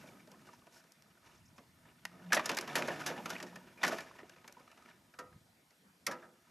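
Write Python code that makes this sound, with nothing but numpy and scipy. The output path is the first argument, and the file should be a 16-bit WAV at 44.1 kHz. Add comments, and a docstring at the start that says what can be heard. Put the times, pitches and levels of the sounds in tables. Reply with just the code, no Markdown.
"""Battery locomotive jolting forward on garden track

Couplings, wheels and gravel knock: bursts of tiny collisions through thud, body, clang and sizzle.
The chassis rattles as dense chatter and ringing grains; the motor hums in shaft orders, the frame booms.
A hand works a latch on the ringing bonnet; a far bird calls in rising whistles. Sparse yard reflections
return these sounds over shaped noise for light wind, far low rumble and air."""
import sys
import numpy as np
from scipy import signal
from scipy.fft import rfft, irfft
from scipy.io import wavfile
from scipy.ndimage import uniform_filter1d

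SR = 44100
rng = np.random.default_rng(int(sys.argv[2]) if len(sys.argv) > 2 else 0)


def store_pcm(level_fs):
    """Save levels as 16-bit WAV."""
    pcm = np.round(np.clip(level_fs, -1, 1) * 32767).astype(np.int16)
    wavfile.write(sys.argv[1], SR, np.atleast_2d(pcm).T)


N = 286650


def amp(db):
    """Decibels to gain."""
    return 10 ** (np.asarray(db) / 20)


def evened(x):
    """Scales to rms 1."""
    return x / np.sqrt(np.mean(x ** 2) + 1e-20)


def read(points, hz):
    """Interpolates a spectrum table on a log frequency axis."""
    f, value = np.transpose(points)
    return np.interp(np.log(hz + 1), np.log(f + 1), value)


def level_gain(points, silent_db=-140):
    """Gain at every sample from (time, level) points; silent outside them."""
    s, db = np.transpose(points)
    t = np.arange(N) / SR
    level_db = np.interp(t, s, db)
    level_db[(t < s[0]) | (t > s[-1])] = silent_db
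    return amp(level_db)


def smooth_noise(count, first, second):
    """Noise of rms 1 after two moving averages, lengths in samples."""
    noise = uniform_filter1d(rng.standard_normal(count), first)
    return evened(uniform_filter1d(noise, second))


def flutter(count, depth, size):
    """A gain that wobbles randomly about 1, smoothed over size samples."""
    return 1 + depth * smooth_noise(count, size, size)


def resonate(x, hz, width_hz):
    """One resonance: shifts hz down to zero, smooths with one pole, shifts back."""
    turn = np.exp(2j * np.pi * np.cumsum(hz * np.ones(len(x))) / SR)
    r = np.exp(-np.pi * width_hz / SR)
    return 2 * (turn * signal.lfilter([1 - r], [1, -r], x / turn)).real


def resonate_twice(x, hz, first_hz, second_hz):
    """Two cascaded resonances at one pitch give steeper skirts."""
    return resonate(resonate(x, hz, first_hz), hz, second_hz)


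def chatter(shape, per_s, spread_db, bed=0.78):
    """Tiny collisions of uneven size, over a bed of fine noise."""
    size = amp(spread_db * np.minimum(rng.exponential(1, shape), 3))
    hits = size * (rng.random(shape) < per_s / SR)
    return rng.standard_normal(shape) * (hits + bed)


def peaks_db(peaks, hz, width):
    """Summed resonance peaks; width is a share of each pitch."""
    return sum(db / (1 + (2 * (hz / f - 1) / width) ** 2) for f, db in peaks)


# chassis colour: (frequency [Hz], level [dB per Hz])
CHASSIS_COLOUR = [(60, -65), (130, -8), (200, 1.5), (340, -2), (480, -0.5), (640, 1), (1100, -4.5),
                  (1750, -6), (2500, -7.5), (3300, -13), (4200, -14.5), (5500, -11), (7000, -15.5),
                  (9000, -24.5), (11500, -19.5), (14000, -33)]
# frame resonances: (frequency [Hz], height over the colour [dB])
FRAME_MODES = [(240, 2.1), (352, 7.5), (646, 1.95), (950, 5.4), (1260, 5.7), (1475, 5.4), (1760, 5.1),
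               (2300, 1.2), (2830, 1.5), (3570, 1.8)]


def bands(x, shimmer=()):
    """Chassis-coloured x split into thud (< 1 kHz), body and sizzle (> 4 kHz), each of rms 1."""
    hz = np.fft.rfftfreq(x.shape[-1], 1 / SR)
    colour_db = read(CHASSIS_COLOUR, hz) + peaks_db(FRAME_MODES, hz, width=0.01)
    z = rfft(x) * amp(colour_db) * amp(peaks_db(shimmer, hz, width=0.033))
    low = 1 / (1 + (hz / 1000) ** 4)
    high = 1 / (1 + (4000 / (hz + 1)) ** 6)
    return [evened(irfft(z * share, x.shape[-1])) for share in (low, 1 - low - high, high)]


# small parts a blow sets ringing: (frequency before stray [Hz], height before random scaling [dB])
SHIMMER_MODES = [(5600, 5.3), (11300, 4.2)]


def blows(rows, modes, crest_db=4, clang_db=-5.5, thud_lasts=2.24, thud_rise_s=0.016):
    """Each blow drives chatter through the part it strikes; the treble dies sooner, the thud later."""
    t = np.arange(SR // 2) / SR
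    out = np.zeros(N + SR)
    grits = chatter((len(rows), len(t)), per_s=5000, spread_db=0.18)
    for (s, peak_db, sizzle_db, t60_s, clang_hz, *ring_db), grit in zip(rows, grits):
        t60_s = max(t60_s, .005)
        # high or hard blows thud less
        thud_db = -3 - 6.5 * np.log2(clang_hz / 1000) - 0.2956 * (peak_db + 40)
        shimmer = [(f * (1 + rng.uniform(-0.1476, 0.12)), db * rng.uniform(0, 1.47))
                   for f, db in SHIMMER_MODES]
        thud, body, sizzle = bands(grit, shimmer)
        width_hz = .15 * clang_hz
        clang = evened(resonate_twice(grit, clang_hz, width_hz, width_hz))
        # dull or soft blows clang more
        clang_gain = amp(clang_db - .3 * min(sizzle_db, 0) - .15 * (peak_db + 31.5))
        body = body + clang_gain * clang
        start = slice(0, round(0.18 * t60_s * SR))  # first collisions set the strength
        body, sizzle = body / np.std(body[start]), sizzle / np.std(sizzle[start])

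        fall_db = -60 * t / t60_s
        blow = amp(-crest_db + fall_db) * body + amp(sizzle_db + 2 * fall_db) * sizzle
        rise_s = min(.05 * t60_s, .002)  # long blows scrape in more slowly
        blow = blow * (1 - np.exp(-(t / rise_s) ** 2))
        swell = 1 - np.exp(-t / thud_rise_s)
        mass = min(t60_s / .04, 1) ** 2  # short blows move less mass
        blow = blow + amp(thud_db + fall_db / thud_lasts) * thud * swell * mass

        ring = 0
        for hz, db, mode_t60_s in modes:
            tone = amp(db - 60 * t / mode_t60_s) * np.sin(2 * np.pi * hz * t)
            rise = 1 - np.exp(-t * hz / 3)  # builds up within a few turns
            ring = ring + tone * flutter(len(t), depth=.3, size=300) * rise
        out[round(s * SR):][:len(t)] += amp(peak_db) * (blow + ring * amp(sum(ring_db)))
    return out[:N]


# couplings, wheels and gravel:
# (time [s], peak level [dB], sizzle from the peak [dB], t60 [s], clang [Hz])
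KNOCK_EVENTS = [(.03, -58, -14, 0.1, 614), (.068, -63, 1, 0.25, 1000), (0.2719, -54, -1, 0.041, 620),
                (0.3146, -53, 2, 0.047, 930), (.336, -53.5, -31, 0.058, 1060), (0.4667, -58, 1, 0.057, 616),
                (0.4874, -45.5, -39, 0.032, 1230), (.618, -54, -34, 0.037, 1210),
                (0.6675, -50.5, -8, 0.034, 630), (.838, -57, -5, 0.05, 1520), (0.9195, -73, 27, 0.024, 525),
                (1.0224, -55.5, 8.5, 0.011, 401), (1.2607, -53.5, -5, 0.028, 1790),
                (1.5788, -48, -9.5, 0.063, 1130), (2.0517, -27, -4.5, 0.024, 2000),
                (2.1102, -63, -19, 1, 1270), (2.303, -41.5, -25, 0.044, 820),
                (2.3205, -22, -16.5, 0.12, 1650), (2.3285, -16.5, -5.5, 0.064, 1740),
                (2.3434, -35.5, 6, 0.14, 1680), (2.352, -34, 0, 0.039, 1730),
                (2.3665, -18, -33, 0.035, 606), (2.3715, -21, -19, 0.061, 1860),
                (2.3935, -22.5, -20, 0.041, 1140), (2.4564, -30.5, 3, 0.063, 1740),
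                (2.491, -26, -8, 0.1, 970), (2.515, -28, -6, 0.032, 710), (2.5465, -40.5, 6, 0.027, 835),
                (2.568, -33.5, 0, 0.096, 1690), (2.575, -26.5, -3.5, 0.026, 1570),
                (2.5865, -21, 0, 0.014, 1450), (2.6085, -41.5, 5, 0.067, 1690),
                (2.624, -44, -27, 0.075, 610), (2.6745, -38.5, -9.5, 0.11, 996),
                (2.7535, -29.5, -55, 0.036, 254), (2.7534, -24.5, -6, 0.14, 1780),
                (2.7788, -40, -1.5, 0.2, 553), (2.822, -20.5, -14, 0.017, 2390),
                (2.873, -42.5, -1, 0.095, 2300), (2.8809, -29, -18.5, 0.079, 600),
                (2.9031, -35, -43, 0.095, 1730), (2.957, -46.5, -24, 0.33, 1760),
                (3.0609, -33, -2.5, 0.23, 1663), (3.0985, -34, -21, 0.045, 490),
                (3.163, -42, -16, 0.082, 1800), (3.176, -36.5, -46, 0.087, 896),
                (3.2561, -30.5, -8.5, 0.061, 1310), (3.293, -50, 10, 0.049, 1300),
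                (3.3009, -32, -4, 0.074, 1490), (3.3514, -34, -26, 0.02, 1990),
                (3.3633, -30.5, -47, 0.018, 2450), (3.3999, -36, -9, 0.057, 1780),
                (3.4252, -41, 1, 0.067, 630), (3.463, -53, -8, 0.33, 1770), (3.5564, -38, -7, 0.054, 1800),
                (3.682, -54, -26, 0.059, 1500), (3.7735, -53.5, -15, 0.28, 2350),
                (3.8305, -22, -12, 0.056, 1030), (3.8355, -17.5, -13.5, 0.049, 1870),
                (3.8465, -21.5, -10, 0.048, 1780), (3.864, -36, 2, 0.056, 990),
                (3.8765, -35, 0.5, 0.11, 630), (3.9298, -28.5, -38, 0.035, 530),
                (3.9823, -33.5, -12, 0.071, 1790), (4.0045, -39, -7, 0.059, 2320),
                (4.064, -48, -22, 0.04, 1750), (4.1113, -39, -57, 0.016, 1060),
                (4.1854, -45, -19, 0.11, 1840), (4.2297, -43, -61, 0.029, 387),
                (4.2941, -45, -1.5, 0.033, 1550), (4.361, -50.5, -13, 0.033, 704),
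                (4.4432, -45, -29, 0.033, 950), (4.4759, -45.5, -1.5, 0.069, 2330),
                (4.495, -49, -25, 0.025, 596), (4.5241, -57, 15.5, 0.021, 1180),
                (4.5664, -45, -59, 0.036, 936), (4.5959, -54, -7, 0.056, 990),
                (4.6768, -44.5, -24, 0.02, 1230), (4.7135, -49, -6, 0.042, 2680),
                (4.7735, -52, -8, 0.043, 1330), (4.823, -55, -4, .03, 1190), (4.8583, -48, -13, 0.03, 1280),
                (4.8855, -59, -5, 0.03, 1560)]


def knocks():
    """Couplings, wheels and gravel strike without bonnet ring."""
    return blows(KNOCK_EVENTS, [])


# loose parts and gravel: (time [s], level [dB])
RATTLE_LEVEL = [(0, -59), (.25, -69.5), (.9, -73), (2.0, -74.5), (2.28, -63.5), (2.4, -48.5), (2.53, -47),
                (2.66, -52), (2.8, -45.5), (3.13, -49.5), (3.23, -56), (3.33, -47.5), (3.5, -62.5),
                (3.79, -65.5), (3.85, -39), (4.04, -56), (4.25, -66.5), (4.9, -67.5), (5.0, -73),
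                (5.9, -88), (6.5, -71.5)]
# a shoe scuffs gravel, or parts shake out after a blow:
# (start [s], length [s], level [dB], treble from the level [dB])
SCUFF_EVENTS = [(0.4, 0.22, -70.5, -5.5), (0.711, 0.11, -70.5, 2.5), (1.23, 0.17, -71.5, -6),
                (1.833, 0.092, -65.5, -36), (3.862, 0.19, -69.5, 4), (4.851, 0.067, -67.5, -17),
                (6.105, 0.17, -68.5, -11)]


def rattle(thud_db=-2.5, treble_db=-13, grain_db=4, jolt_db=2):
    """Dense chatter plus grains, each ringing one frame resonance, in small jolts and brief swells."""
    t = np.arange(N) / SR
    level = level_gain(RATTLE_LEVEL)
    treble = level * amp(treble_db)
    for s, length_s, db, scuff_treble_db in SCUFF_EVENTS:
        swell = np.sqrt(np.sin(np.pi * np.clip((t - s) / length_s, 0, 1)).clip(0))
        level = level + amp(db) * swell
        treble = treble + amp(db + scuff_treble_db) * swell
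    thud, body, sizzle = bands(chatter(N, per_s=900, spread_db=3))
    grains = np.zeros(N)
    grits = chatter((len(FRAME_MODES), N), per_s=120, spread_db=5.0, bed=.06)
    for (f, db), grit in zip(FRAME_MODES, grits):
        ringing = evened(resonate_twice(grit, f, .1 * f, .1 * f))
        grains += amp(read(CHASSIS_COLOUR, f) + db) * np.sqrt(f) * ringing  # dB per Hz to band level
    jolts = evened(amp(jolt_db * smooth_noise(N, 500, 300)))
    full = evened(amp(thud_db) * thud + body + amp(grain_db) * evened(grains))
    return (level * full + treble * sizzle) * jolts


# (multiple of the shaft speed, level from the first order [dB])
SHAFT_ORDERS = [(1, 0), (2, -2.5), (3, -9.5), (5, -3)]


def motor(on_s=2.6, off_s=3.17, fade_s=0.08, level_db=-57.5, slow_hz=141.6, fast_hz=149.4, waver=.2):
    """Fluttering shaft orders; the speed arches from slow to fast and back, wavering a little."""
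    t = np.arange(N) / SR
    arch = np.sin(np.pi * np.clip((t - on_s) / (off_s - on_s), 0, 1))
    hz = slow_hz + (fast_hz - slow_hz) * arch
    load = np.clip(np.minimum(t - on_s, off_s - t) / fade_s, 0, 1)
    turns = np.cumsum(hz * (1 + waver * uniform_filter1d(rng.standard_normal(N), 1500))) / SR
    hum = np.zeros(N)
    for k, db in SHAFT_ORDERS:
        tone = np.sin(2 * np.pi * (k * turns + rng.random()))
        hum += amp(db) * flutter(N, depth=.25, size=2500) * tone
    return np.sqrt(2) * amp(level_db) * load * hum


# (peak time [s], peak level [dB], rise [dB/s], fall [dB/s])
BOOM_EVENTS = [(2.34, -51, 60, 170), (3.47, -52, 70, 150)]


def frame_boom(hz=177.8, rough=.7):
    """A narrow frame resonance, part steady tone and part resonant noise, swells and dies."""
    t = np.arange(N) / SR
    tone = np.sqrt(2) * np.sin(2 * np.pi * hz * t)
    shake = evened(resonate_twice(rng.standard_normal(N), hz, 17.4, 20.7))
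    level = sum(amp(db - np.maximum(rise * (s - t), fall * (t - s))) for s, db, rise, fall in BOOM_EVENTS)
    return level * evened((1 - rough) * tone + rough * shake)


# (time [s], peak level [dB], sizzle from the peak [dB], t60 [s], clang [Hz], ring from the peak [dB])
TAP_EVENTS = [(5.1378, -48, -12, 0.038, 1580, -12), (5.187, -44.5, -2, 0.11, 1240, 5),
              (5.3248, -57, -21, 0.05, 1630, -9), (5.7043, -59, -2, 0.053, 2050, -10),
              (6.0651, -27.5, 0.5, 0.081, 2080, -12), (6.0735, -39.5, -21, 0.094, 538, 3.5),
              (6.1105, -37, -8, 0.14, 1700, -2), (6.2232, -49.5, -39, 0.14, 1630, 0.5)]
# (frequency [Hz], level from the ring of a tap [dB], t60 [s])
BONNET_MODES = [(349, -23.5, 0.59), (503.5, -12, 0.41), (667, -17.5, 0.17), (797, -30.5, 0.33),
                (970, -15.5, 0.31), (1182, -9, 0.14), (1255, -9.5, 0.31), (1345, -8.5, 0.23),
                (1577, -13, 0.15), (1846, -13, 0.16), (1920, -25, 0.29), (2030, -28, 0.33)]


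def bonnet_taps():
    """A hand works a latch; each blow rings the bonnet's modes."""
    return blows(TAP_EVENTS, BONNET_MODES)


# (time [s], level [dB])
CHIRP_EVENTS = [(1.343, -70), (1.449, -68.5), (1.558, -70)]
# three rising whistles at once, then a steep flick:
# (delay [s], length [s], start [Hz], end [Hz], level from the chirp [dB])
CALL_NOTES = [(.003, .017, 6500, 7600, -6), (0, .024, 5300, 7000, -2), (.002, .024, 4850, 5700, -3),
              (.027, .018, 4200, 6900, 0)]


def bird():
    """Short, hoarse rising whistles: gliding sines with fast flutter, the same call each time."""
    out = np.zeros(N)
    for s, db in CHIRP_EVENTS:
        for delay_s, length_s, from_hz, to_hz, note_db in CALL_NOTES:
            t = np.arange(0, length_s, 1 / SR)
            hz = from_hz + (to_hz - from_hz) * (t / length_s) ** .75
            note = np.sin(2 * np.pi * np.cumsum(hz) / SR)
            note = note * flutter(len(t), depth=.4, size=20) * np.sqrt(np.hanning(len(t)))
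            out[round((s + delay_s) * SR):][:len(t)] += amp(db + note_db) * note
    return out


def widen(x, near_db=-21):
    """Nearby surfaces reach the two ports differently, mostly in the middle range."""
    scatter = rng.standard_normal(1500) * np.exp(-np.arange(1500) / 250)
    side = amp(near_db) * signal.oaconvolve(x, scatter / np.linalg.norm(scatter))[:N]
    side = signal.lfilter(*signal.butter(1, [400, 13000], "band", fs=SR), side)
    return x * amp([[-.2], [.2]]) + np.array([side, -side])


# reverberation: (frequency [Hz], t60 [s])
YARD_T60 = [(200, .45), (1000, .4), (3000, .25), (10000, .16)]


def yard(x, level_db=-18, unlike=0.01):
    """Yard walls: sparse reflections of random sign, each band dying at its own speed."""
    taps = np.zeros((2, SR // 2))
    at = np.arange(300, SR // 2 - 20, 20) + rng.integers(0, 20, (2, (SR // 2 - 301) // 20))
    np.put_along_axis(taps, at, rng.choice([-1., 1.], at.shape), 1)
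    taps = np.array([taps[0] + unlike * taps[1], taps[0] - unlike * taps[1]])
    hz, t, z = signal.stft(taps, SR, nperseg=256)
    fall = amp(-60 * t / read(YARD_T60, hz)[:, None])
    tail = signal.istft(z * fall, SR, nperseg=256)[1]
    tail = tail / np.linalg.norm(tail[0])
    return amp(level_db) * signal.fftconvolve(x[None], tail, axes=1)[:, :N]


# left-right likeness: (frequency [Hz], correlation [0-1])
LIKENESS = [(60, 0.86), (200, 1), (370, 0.87), (1300, 0.16), (4400, 0.46), (4900, 1), (14000, 1)]


def hush(colour, patchy_db, smooth_hz=1500):
    """Stereo noise from random short-time spectra; drifting patches weaken above smooth_hz."""
    frames, hz = N // 256 + 5, np.fft.rfftfreq(1024, 1 / SR)
    a, b, c, d, patches = rng.standard_normal((frames, 513, 5)).T
    patches = evened(uniform_filter1d(uniform_filter1d(patches, 10, 0), 12, 1))
    same = np.clip(read(LIKENESS, hz), -1, 1)[:, None]
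    left = a + 1j * b
    right = same * left + np.sqrt(1 - same ** 2) * (c + 1j * d)
    patch_db = patchy_db * patches / (1 + hz[:, None] / smooth_hz)
    z = np.array([left, right]) * amp(read(colour, hz)[:, None] + patch_db)
    return evened(signal.istft(z, nperseg=1024, noverlap=768)[1][:, :N])


# (time [s], level [dB])
WIND_LEVEL = [(0, -79), (.4, -81), (.9, -104), (1.25, -79), (1.35, -68), (2.0, -75.5), (2.9, -65.5),
              (3.4, -80), (3.9, -73.5), (4.3, -79), (5.1, -83), (5.3, -69), (5.8, -101), (6.5, -87)]
# (frequency [Hz], level [dB per Hz])
WIND_SPECTRUM = [(25, -15), (80, -2.5), (120, 18), (200, -70)]


def wind():
    """Light wind on the microphone: low noise of varying level."""
    return level_gain(WIND_LEVEL) * hush(WIND_SPECTRUM, patchy_db=0.0)


# (time [s], level [dB])
RUMBLE_LEVEL = [(0.0, -59.5), (.4, -68), (1.07, -81), (1.9, -69.5), (2.51, -68), (3.26, -55), (3.51, -63),
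                (4.71, -80), (6.5, -99.5)]
# (frequency [Hz], level [dB per Hz])
RUMBLE_SPECTRUM = [(60, -38), (130, -5.5), (190, 8), (300, 0), (500, -26.5)]


def rumble():
    """Far low rumble: slightly patchy low noise of varying level."""
    return level_gain(RUMBLE_LEVEL) * hush(RUMBLE_SPECTRUM, patchy_db=0.5)


# (frequency [Hz], level [dB per Hz])
AIR_SPECTRUM = [(25, -48), (80, -4), (129, -0.5), (187, 5), (382, -8), (1820, -9), (2940, -13.5),
                (4480, -13.5), (6330, -15.5), (11600, -18), (14000, -18.5)]


def air(level_db=-68.5):
    """Steady broadband noise with drifting patches."""
    return amp(level_db) * hush(AIR_SPECTRUM, patchy_db=5.5)


def scene():
    """Train, taps and bird slightly right of centre, in the yard, over wind, rumble and air."""
    near = knocks() + rattle() + motor() + frame_boom() + bonnet_taps() + bird()
    return widen(near) + yard(near) + wind() + rumble() + air()


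def record(dry, bass_hz=45, edge_hz=13800):
    """A bass roll-off and a treble band limit."""
    ports = signal.lfilter(*signal.butter(2, bass_hz, "high", fs=SR), dry)
    limit = signal.firwin(511, edge_hz, window=("kaiser", 9), fs=SR)
    return signal.oaconvolve(ports, limit[None], "same")


dry = scene()
out = record(dry)
store_pcm(out)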